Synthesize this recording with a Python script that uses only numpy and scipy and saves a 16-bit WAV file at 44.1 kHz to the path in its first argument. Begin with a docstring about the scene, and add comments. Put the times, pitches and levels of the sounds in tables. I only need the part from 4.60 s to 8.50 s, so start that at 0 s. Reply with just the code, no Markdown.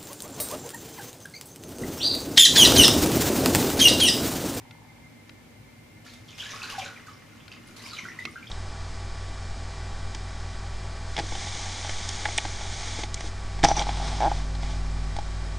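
"""Plastic case lifted from a tub of water

A hard plastic case comes out of a plastic tub in a quiet room; water splashes off, then drains.
Trapped bubbles plop as swelling sines, crowds of bubbles ring as resonators, spray is coloured clicks.
Plastic ticks are noise bursts with ringing modes. Ventilation rumbles as coloured noise, a motor whines
as a wavering sine, a faint patter opens the scene, and scattered echoes make the room."""
import sys
import numpy as np
from scipy import signal
from scipy.fft import rfft, irfft
from scipy.io import wavfile

SR = 44100
rng = np.random.default_rng(int(sys.argv[2]) if len(sys.argv) > 2 else 0)


def put_to_file(sound):
    """Save the sound as 16-bit audio at rate SR, in the file named by the first command-line argument."""
    columns = np.atleast_2d(sound).T  # one column per channel
    safe = np.clip(columns, -1, 1)
    whole_steps = np.round(safe * 32767)
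    wavfile.write(sys.argv[1], SR, whole_steps.astype(np.int16))


def attenuation_scalar(level_db):
    """Turn a level in dB into a linear amplitude multiplier (20 dB per decade)."""
    decades = np.asarray(level_db, float) / 20
    return 10 ** decades


N = 171990

# ventilation colour, relative: hz, level_db (per Hz)
AIR_COLOUR = [(12, -60), (20, -45), (37, -36), (107, -1.5), (167, -19.5), (187, -16.5), (241, -10.5),
              (277, -17), (623, -17), (677, -23), (737, -17.5), (1250, -25), (2070, -22.5), (2740, -26.5),
              (16000, -40)]
# how alike the air is left and right: hz, likeness (0 to 1)
AIR_LIKENESS = [(30, 0.53), (120, 0.95), (250, 0.66), (600, 0.057), (2000, 0.13), (5000, 0.088),
                (12000, 0.024)]
# stereo balance of the air: hz, left_minus_right_db
AIR_BALANCE = [(30, 3.5), (250, 0), (2000, 0.3), (12000, 0.5)]
# duct resonances: centre_hz, width_hz, level_db
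DUCT_RESONANCES = [(57.4, 15, -66), (109.3, 18, -60), (157.2, 13, -61.5), (243.2, 48, -57.5),
                   (311.3, 15, -65.5), (1755, 11, -73), (2300, 110, -68)]
# motor whine: pitch_hz, wobble_hz, level_db
MOTOR_WHINE = (2098, 10, -65.5)
# level of the faint patter: time_s, level_db
PATTER_LEVEL = [(0, -65), (.4, -63.5), (.41, -90)]
# plastic ticks: start_s, level_db (before a 9 dB cut), tilt_db (per octave), left_minus_right_db
TICKS = [(0.1098, -36.5, 5, 4), (0.6943, -35.5, 5.5, 4.5), (2.8799, -35.5, 6, 5), (3.6531, -21, 3.5, -6)]
# colour of the plastic before each tick's tilt, relative: hz, level_db (per Hz)
TICK_COLOUR = [(180, -53), (300, -1), (1500, -4), (2130, 3), (4400, -5.5), (5080, -10), (6270, -20.5),
               (14000, -47)]
# ringing modes of the plastic: pitch_hz, level_db (before a 20 dB cut), t60_s
TICK_MODES = [(1443, -14.5, 0.069), (2780, -11.5, 0.028), (4250, -7, 0.017)]
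# streams running off: time_s, fine_spray_db, small_bubbles_db, large_bubbles_db
STREAMS = [(1.38, -91, -89, -72), (1.79, -55.5, -72, -69.5), (1.85, -54.5, -47, -53), (1.98, -54, -46, -50),
           (2.13, -47, -47.5, -50.5), (2.3, -58, -59, -54.5), (2.54, -66, -66, -64.5),
           (3.04, -66.5, -61.5, -65.5), (3.41, -56.5, -62, -55.5), (3.9, -66, -58, -67)]
# sheets of water hitting the surface: landing_s, fine_spray_db, small_bubbles_db (both before a cut), t60_s
SHEETS = [(1.4467, -50.5, -48.5, 0.97), (1.536, -41, -66, 0.082), (1.683, -57, -49, 0.42),
          (1.78, -40, -36.5, 0.59), (1.8494, -50, -45, 0.2), (1.908, -40, -53, 0.42),
          (2.027, -44, -39, 0.35), (2.0976, -33.5, -29.5, 0.11), (2.1795, -38, -35.5, 0.47),
          (2.26, -56, -43, 0.33), (2.463, -45, -44.5, 0.17), (2.9155, -54, -43, 0.17),
          (3.072, -54, -66, 0.64), (3.163, -41, -58, 0.28), (3.2216, -43, -63, 0.68),
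          (3.2594, -45, -48, 0.5), (3.3312, -46, -38.5, 0.48), (3.4394, -42.5, -61, 0.17),
          (3.5902, -47.5, -48.5, 0.67)]
# spray colour, relative: hz, level_db (per Hz)
SPRAY_COLOUR = [(2940, -1.5), (5000, 0), (6040, -1.5), (8200, -7), (11000, -8.5), (14500, -17.5),
                (16000, -37)]
# bubble crowds: births_per_s (approximate), low_hz, high_hz, ring_cycles (to -60 dB), trim_db
SMALL_BUBBLES = (1000, 2300, 6986, 26, -3.5)
LARGE_BUBBLES = (900, 1050, 3000, 22, 3)
SLOSH_BUBBLES = (400, 200, 350, 9, 0.1)
# water rocking in the tub: time_s, level_db
SLOSH_LEVEL = [(2.9, -65.5), (3.25, -57), (3.38, -60.5), (3.44, -50.5), (3.58, -66), (3.67, -45.5),
               (3.75, -69), (3.9, -56)]
# single bubbles that stand out: time_s, peak_db, pitch_hz, swarm_db (relative, before the size law)
PLOPS = [(2.219, -43.5, 548, -9), (2.249, -51, 474, -18), (1.445, -56.5, 710, -8), (1.942, -38, 1120, -14),
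         (1.964, -40, 1320, -10), (1.999, -44, 1320, -2), (2.089, -43, 1200, -3), (2.124, -39, 1100, -15),
         (2.138, -42.5, 827, -1), (2.182, -27, 760, -24), (2.228, -38.5, 733, -14), (2.483, -39, 1215, -18),
         (2.512, -44.5, 1165, -11), (3.239, -45.5, 1075, 0), (3.272, -46, 1024, -11),
         (3.332, -40, 1220, -18), (3.591, -49, 934, -20), (3.674, -40, 1197, -28), (1.4606, -49, 1350, -8),
         (1.8238, -44.5, 1530, 2.5), (2.0363, -40.5, 1470, 3.5), (2.0862, -35.5, 1564, -8),
         (2.15, -35.5, 1510, -7), (2.2573, -39.5, 1488, -3), (2.2857, -38.5, 1470, -8.5),
         (2.3052, -36.5, 1425, -20), (2.47, -42.5, 1470, -15), (2.733, -54, 1390, -20),
         (3.0914, -55, 1410, 2), (3.1423, -53, 1400, -6), (3.3154, -45.5, 1350, 2),
         (3.4526, -31.5, 1482, -9), (3.7575, -31.5, 1500, -7), (1.4626, -54.5, 1770, 5),
         (1.7275, -45.5, 2530, -5), (1.8592, -38.5, 1656, -11), (1.8994, -40.5, 1877, -2.5),
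         (2.2174, -33.5, 2380, -4), (2.362, -42.5, 2340, -19), (2.374, -43, 1960, -21),
         (3.2041, -44, 1980, -17), (3.2555, -39, 2300, -4.5), (3.3638, -45, 2250, -9),
         (3.3817, -37, 2280, -0.5), (3.4376, -40, 1930, -9), (3.4855, -33.5, 1952, -8),
         (3.4994, -37.5, 1830, -14), (3.5892, -27, 1967, -23), (3.657, -31, 2090, -43),
         (3.8277, -41, 2300, -12), (1.4451, -55, 2860, -11), (1.497, -46, 4150, -18),
         (1.5359, -49, 3630, -14), (1.6831, -46, 3280, 0.5), (1.7975, -35.5, 2976, -1),
         (1.804, -30.5, 3234, -12), (1.8194, -35, 3350, -15), (2.0183, -30, 2576, -10),
         (2.1001, -40, 2890, -1), (2.2074, -43, 2780, 0.5), (2.8, -52.5, 3130, -2),
         (2.9158, -44.5, 2713, 0), (3.1647, -45, 4300, -12), (3.1936, -43.5, 4130, -2),
         (3.2194, -48, 4200, -13), (3.3333, -36.5, 4080, -6), (3.3494, -35, 3800, -12),
         (3.3677, -45, 3160, 0.5), (3.8706, -40.5, 3280, -5), (1.7489, -50, 5300, -2),
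         (1.9056, -38, 6020, -3.5), (2.0308, -34.5, 4350, -1), (2.5336, -49, 5000, -4),
         (3.2375, -44, 4800, -3), (3.248, -35, 4900, -8), (3.2874, -41, 4560, -1), (3.3094, -39, 4360, -5),
         (3.3867, -40.5, 5900, -3), (3.4855, -50, 5600, 4.5), (3.8766, -47, 5000, -9),
         (3.0709, -50.5, 10740, -2.5), (3.709, -55.5, 8750, 2.5)]

WATER_PAN_DB = -1  # left minus right


def rms_one(x):
    """Scale to unit rms."""
    return x / np.sqrt(np.mean(x ** 2) + 1e-20)


def at_hz(points, hz):
    """Read a table on a log-frequency axis."""
    table_hz, values = np.transpose(points)
    return np.interp(np.log(np.maximum(hz, 1)), np.log(table_hz), values)


def curve(rows):
    """Columns of a table over time, at -120 dB outside it."""
    time_s, *columns = np.transpose(rows)
    now_s = np.arange(N) / SR
    return [np.interp(now_s, time_s, column, left=-120, right=-120) for column in columns]


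def drift(rate_hz):
    """Slow random wandering of unit rms: noise through two equal low-pass poles."""
    pole = np.exp(-80 * np.pi * rate_hz / SR)  # runs on every 40th sample
    noise = rng.standard_normal(N // 40 + 2002)
    slow = signal.lfilter([1], [1, -2 * pole, pole * pole], noise)[2000:]  # skip the warm-up
    return np.interp(np.arange(N) / 40, np.arange(len(slow)), rms_one(slow))


def ring(clicks, hz, t60_s):
    """A two-pole resonator: a unit click sets off a decaying sine of height about 1."""
    radius = attenuation_scalar(-60 / (t60_s * SR))
    angle = 2 * np.pi * hz / SR
    feedback = [1, -2 * radius * np.cos(angle), radius * radius]
    return signal.lfilter([0, np.sin(angle)], feedback, clicks + 1e-18)


def pan(left_minus_right_db):
    """Gains of the two channels."""
    return attenuation_scalar(np.array([[left_minus_right_db / 2], [-left_minus_right_db / 2]]))


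def grains(per_s, spread_db, clump_db):
    """Random clicks of uneven size and either sign, whose density drifts so that they clump."""
    sizes = attenuation_scalar(spread_db * np.minimum(rng.exponential(1, N), 5)) * rng.choice([-1, 1], N)
    luck = rng.random(N)
    chance = per_s * attenuation_scalar(clump_db * drift(15)) / SR
    return sizes * (luck < chance)


def air():
    """Ventilation: coloured noise plus noise ringing in duct resonances whose levels waver."""
    hz = np.fft.rfftfreq(N, 1 / SR)
    alike = np.clip(at_hz(AIR_LIKENESS, hz), 0, 1)
    balance = attenuation_scalar(np.outer([.5, -.5], at_hz(AIR_BALANCE, hz)))

    def stereo(gain):
        """Noise with the likeness and balance of the air."""
        mid, side = rfft(rng.standard_normal((2, N)))
        spectrum = np.sqrt(1 + alike) * mid + np.sqrt(1 - alike) * side * [[1], [-1]]
        return irfft(gain * balance * spectrum, N)

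    out = attenuation_scalar(-52.5) * rms_one(stereo(attenuation_scalar(at_hz(AIR_COLOUR, hz))))
    for centre_hz, width_hz, level_db in DUCT_RESONANCES:
        resonance = 1 / (1 + (2 * (hz - centre_hz) / width_hz) ** 2)
        waver_db = 0.7 * drift(10)
        out += attenuation_scalar(level_db + waver_db) * rms_one(stereo(resonance))
    return out


def whine():
    """A thin motor whine: a sine whose pitch and level waver a little."""
    pitch_hz, wobble_hz, level_db = MOTOR_WHINE
    turns = np.cumsum(pitch_hz + wobble_hz * drift(17)) / SR
    level = attenuation_scalar(level_db + 4.5 * drift(22))
    return level * np.sqrt(2) * np.sin(2 * np.pi * turns) * pan(0.5)


def patter():
    """A faint, nearly even patter of dull pulses, each click exciting paired resonators."""
    per_s, first_s, ring_cycles = 30, .017, 16.0
    beats_s = np.arange(first_s, N / SR - .1, 1 / per_s)
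    luck = rng.standard_normal((len(beats_s), 2))
    late_s = .001 * np.abs(luck[:, 0])
    clicks = np.zeros(N)
    clicks[((beats_s + late_s) * SR).astype(int)] = attenuation_scalar(3 * luck[:, 1])
    # the second, shorter resonator softens the onset
    return rms_one(sum(ring(ring(clicks, hz, ring_cycles / hz), hz, 8.6 / hz) for hz in (890, 950)))


def ticks():
    """Plastic ticks: a snap and short dry rattle in the plastic's colour, with modes that ring on."""
    hold_s, rattle_t60_s, attack_s, snap, snap_decay_s = .003, .014, 0.00081, .9, 0.001
    size = 2048
    out, t = np.zeros((2, N)), np.arange(size) / SR
    hz = np.fft.rfftfreq(size, 1 / SR)
    decay = attenuation_scalar(-60 * np.maximum(t - hold_s, 0) / rattle_t60_s)
    shape = decay * (np.minimum(t / attack_s, 1) + snap * np.exp(-t / snap_decay_s))
    for start_s, level_db, tilt_db, side_db in TICKS:
        noise = rng.standard_normal(size)
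        spectrum = rfft(noise)
        flat = spectrum / np.abs(spectrum)  # random phases only
        colour_db = at_hz(TICK_COLOUR, hz) + tilt_db * np.log2(hz / 3000 + .01)
        burst = rms_one(irfft(flat * attenuation_scalar(colour_db)))
        modes = sum(attenuation_scalar(mode_db) * ring(noise * shape, mode_hz, t60_s) / 10
                    for mode_hz, mode_db, t60_s in TICK_MODES)
        i = int(start_s * SR) - 20
        out[:, i:i + size] += attenuation_scalar(level_db - 9.0) * (burst * shape + modes) * pan(side_db)
    return out


def spray():
    """Fizzing spray: dense coloured droplet clicks, partly their own in each channel."""
    crackle = np.array([grains(per_s=2500, spread_db=3.3, clump_db=4) for layer in range(3)])
    both = crackle[0] + 1.7 * crackle[1:]
    colour = attenuation_scalar(at_hz(SPRAY_COLOUR, np.fft.rfftfreq(N, 1 / SR)))
    return attenuation_scalar(0.5) * rms_one(irfft(rfft(both) * colour, N))


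def bubbles(kind):
    """A crowd of random bubbles dealt to 20 pitches; paired resonators make each swell softly."""
    per_s, low_hz, high_hz, ring_cycles, trim_db = kind
    born = grains(per_s, spread_db=3.6, clump_db=3.5)
    dealt = rng.integers(0, 20, N)
    rings = np.zeros(N)
    for k, hz in enumerate(np.geomspace(low_hz, high_hz, 20)):
        rung = ring(born * (dealt == k), hz, ring_cycles / hz)
        rings += rms_one(ring(rung, hz, 1.96 / hz))
    return rms_one(rings) * attenuation_scalar(trim_db)


def surges():
    """Power envelopes of spray and small bubbles: each sheet lands at once and dies away."""
    attack_s, fine_trim_db, small_trim_db = .005, -5.5, -2
    power = np.zeros((2, N))
    for landing_s, fine_db, small_db, t60_s in SHEETS:
        t = np.maximum(np.arange(N) / SR - landing_s + attack_s / 2, 0)
        shape = np.minimum(t / attack_s, 1) * attenuation_scalar(-60 * t / max(t60_s, .02))
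        levels = attenuation_scalar(np.array([[fine_db + fine_trim_db], [small_db + small_trim_db]]))
        power += (shape * levels) ** 2
    return power


def bubble(hz):
    """One bubble swells in a few cycles, rises a little in pitch and dies."""
    attack_cycles, pitch_rise = 3.5, .07  # the rise is a fraction of the pitch over the ring
    turns = hz * np.arange(SR // 12) / SR
    cycles = 32.5 * (hz / 1000) ** 0.41  # to -60 dB: smaller bubbles ring more cycles
    shape = (1 - np.exp(-turns / attack_cycles)) ** 2 * attenuation_scalar(-60 * turns / cycles)
    phase = turns + pitch_rise * turns ** 2 / cycles / 2
    return shape / shape.max() * np.sin(2 * np.pi * phase)


def plops():
    """Each plop is one bubble, then a fading swarm of ten like-sized ones, fainter after large bubbles."""
    swarm_s, detune, fade_db_per_s = .018, 0.097, 420
    size_db_per_octave, pan_spread_db = 4, 1.5
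    out = np.zeros((2, N + SR))
    for time_s, peak_db, pitch_hz, swarm_db in PLOPS:
        draw = rng.random((10, 3))
        late_s = np.r_[0, -swarm_s * np.log(1 - .9 * draw[:, 0])]
        pitches_hz = np.r_[1, 1 + detune * (2 * draw[:, 1] - 1)] * pitch_hz
        swarm_db = swarm_db + size_db_per_octave * min(np.log2(pitch_hz / 2000), 0)
        place = pan(WATER_PAN_DB + pan_spread_db * (2 * draw[0, 2] - 1))
        for k, (delay_s, hz) in enumerate(zip(late_s, pitches_hz)):
            wave = bubble(hz)
            i = int((time_s + delay_s - 1.5 / pitch_hz) * SR)  # begins 1.5 cycles early
            level_db = peak_db + swarm_db * (k > 0) - fade_db_per_s * delay_s
            out[:, i:i + len(wave)] += attenuation_scalar(level_db) * wave * place
    return out[:, :N]


def room(x):
    """Scattered echoes off tub and walls, thickening and dying away, with a softened treble."""
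    t60_s, cut_hz, gap_s, level_db, alike = .2, 6000, 0.0045, -6, 0.89
    t = np.arange(SR // 2) / SR
    chance = 1100 * (1 + t / .03) / SR  # 1100 echoes per second at first
    echoes = rng.standard_normal((3, len(t))) * (rng.random((3, len(t))) < chance)
    tail = np.sqrt(alike) * echoes[0] + np.sqrt(1 - alike) * echoes[1:]
    tail *= attenuation_scalar(-60 * t / t60_s) * np.clip((t - gap_s) / 0.0003, 0, 1)
    tail = signal.sosfilt(signal.butter(1, cut_hz, fs=SR, output="sos"), tail)
    tail /= np.sqrt(np.mean(np.sum(tail ** 2, axis=1)))
    return attenuation_scalar(level_db) * signal.fftconvolve(x.mean(axis=0)[None], tail)[:, :N]


def scene():
    """Water and ticks in the room, over the ventilation and the whine."""
    fine_db, small_db, large_db = curve(STREAMS)
    stream_power = attenuation_scalar(np.array([fine_db, small_db])) ** 2
    fine, small = np.sqrt(surges() + stream_power)
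    crowd = small * bubbles(SMALL_BUBBLES) + attenuation_scalar(large_db) * bubbles(LARGE_BUBBLES)
    slosh = attenuation_scalar(curve(SLOSH_LEVEL)[0]) * bubbles(SLOSH_BUBBLES)
    crowd += slosh + attenuation_scalar(curve(PATTER_LEVEL)[0]) * patter()
    water = crowd * pan(WATER_PAN_DB) + fine * spray() + plops()
    clicks = ticks()
    echoes = room(water + attenuation_scalar(-26) * clicks)  # the ticks stay nearly dry
    return water + clicks + echoes + air() + whine()


def band_limit(x):
    """A steep low-pass at the top of the band."""
    return signal.sosfilt(signal.butter(12, 16100, fs=SR, output="sos"), x)


def record(dry):
    """A steep low-pass takes off the top, 40 dB down from 15950 Hz."""
    top_cut = signal.cheby2(10, 40, 15950, fs=SR, output="sos")
    mix = signal.sosfilt(top_cut, dry)
    return band_limit(mix)


dry = scene()
out = record(dry)
put_to_file(out)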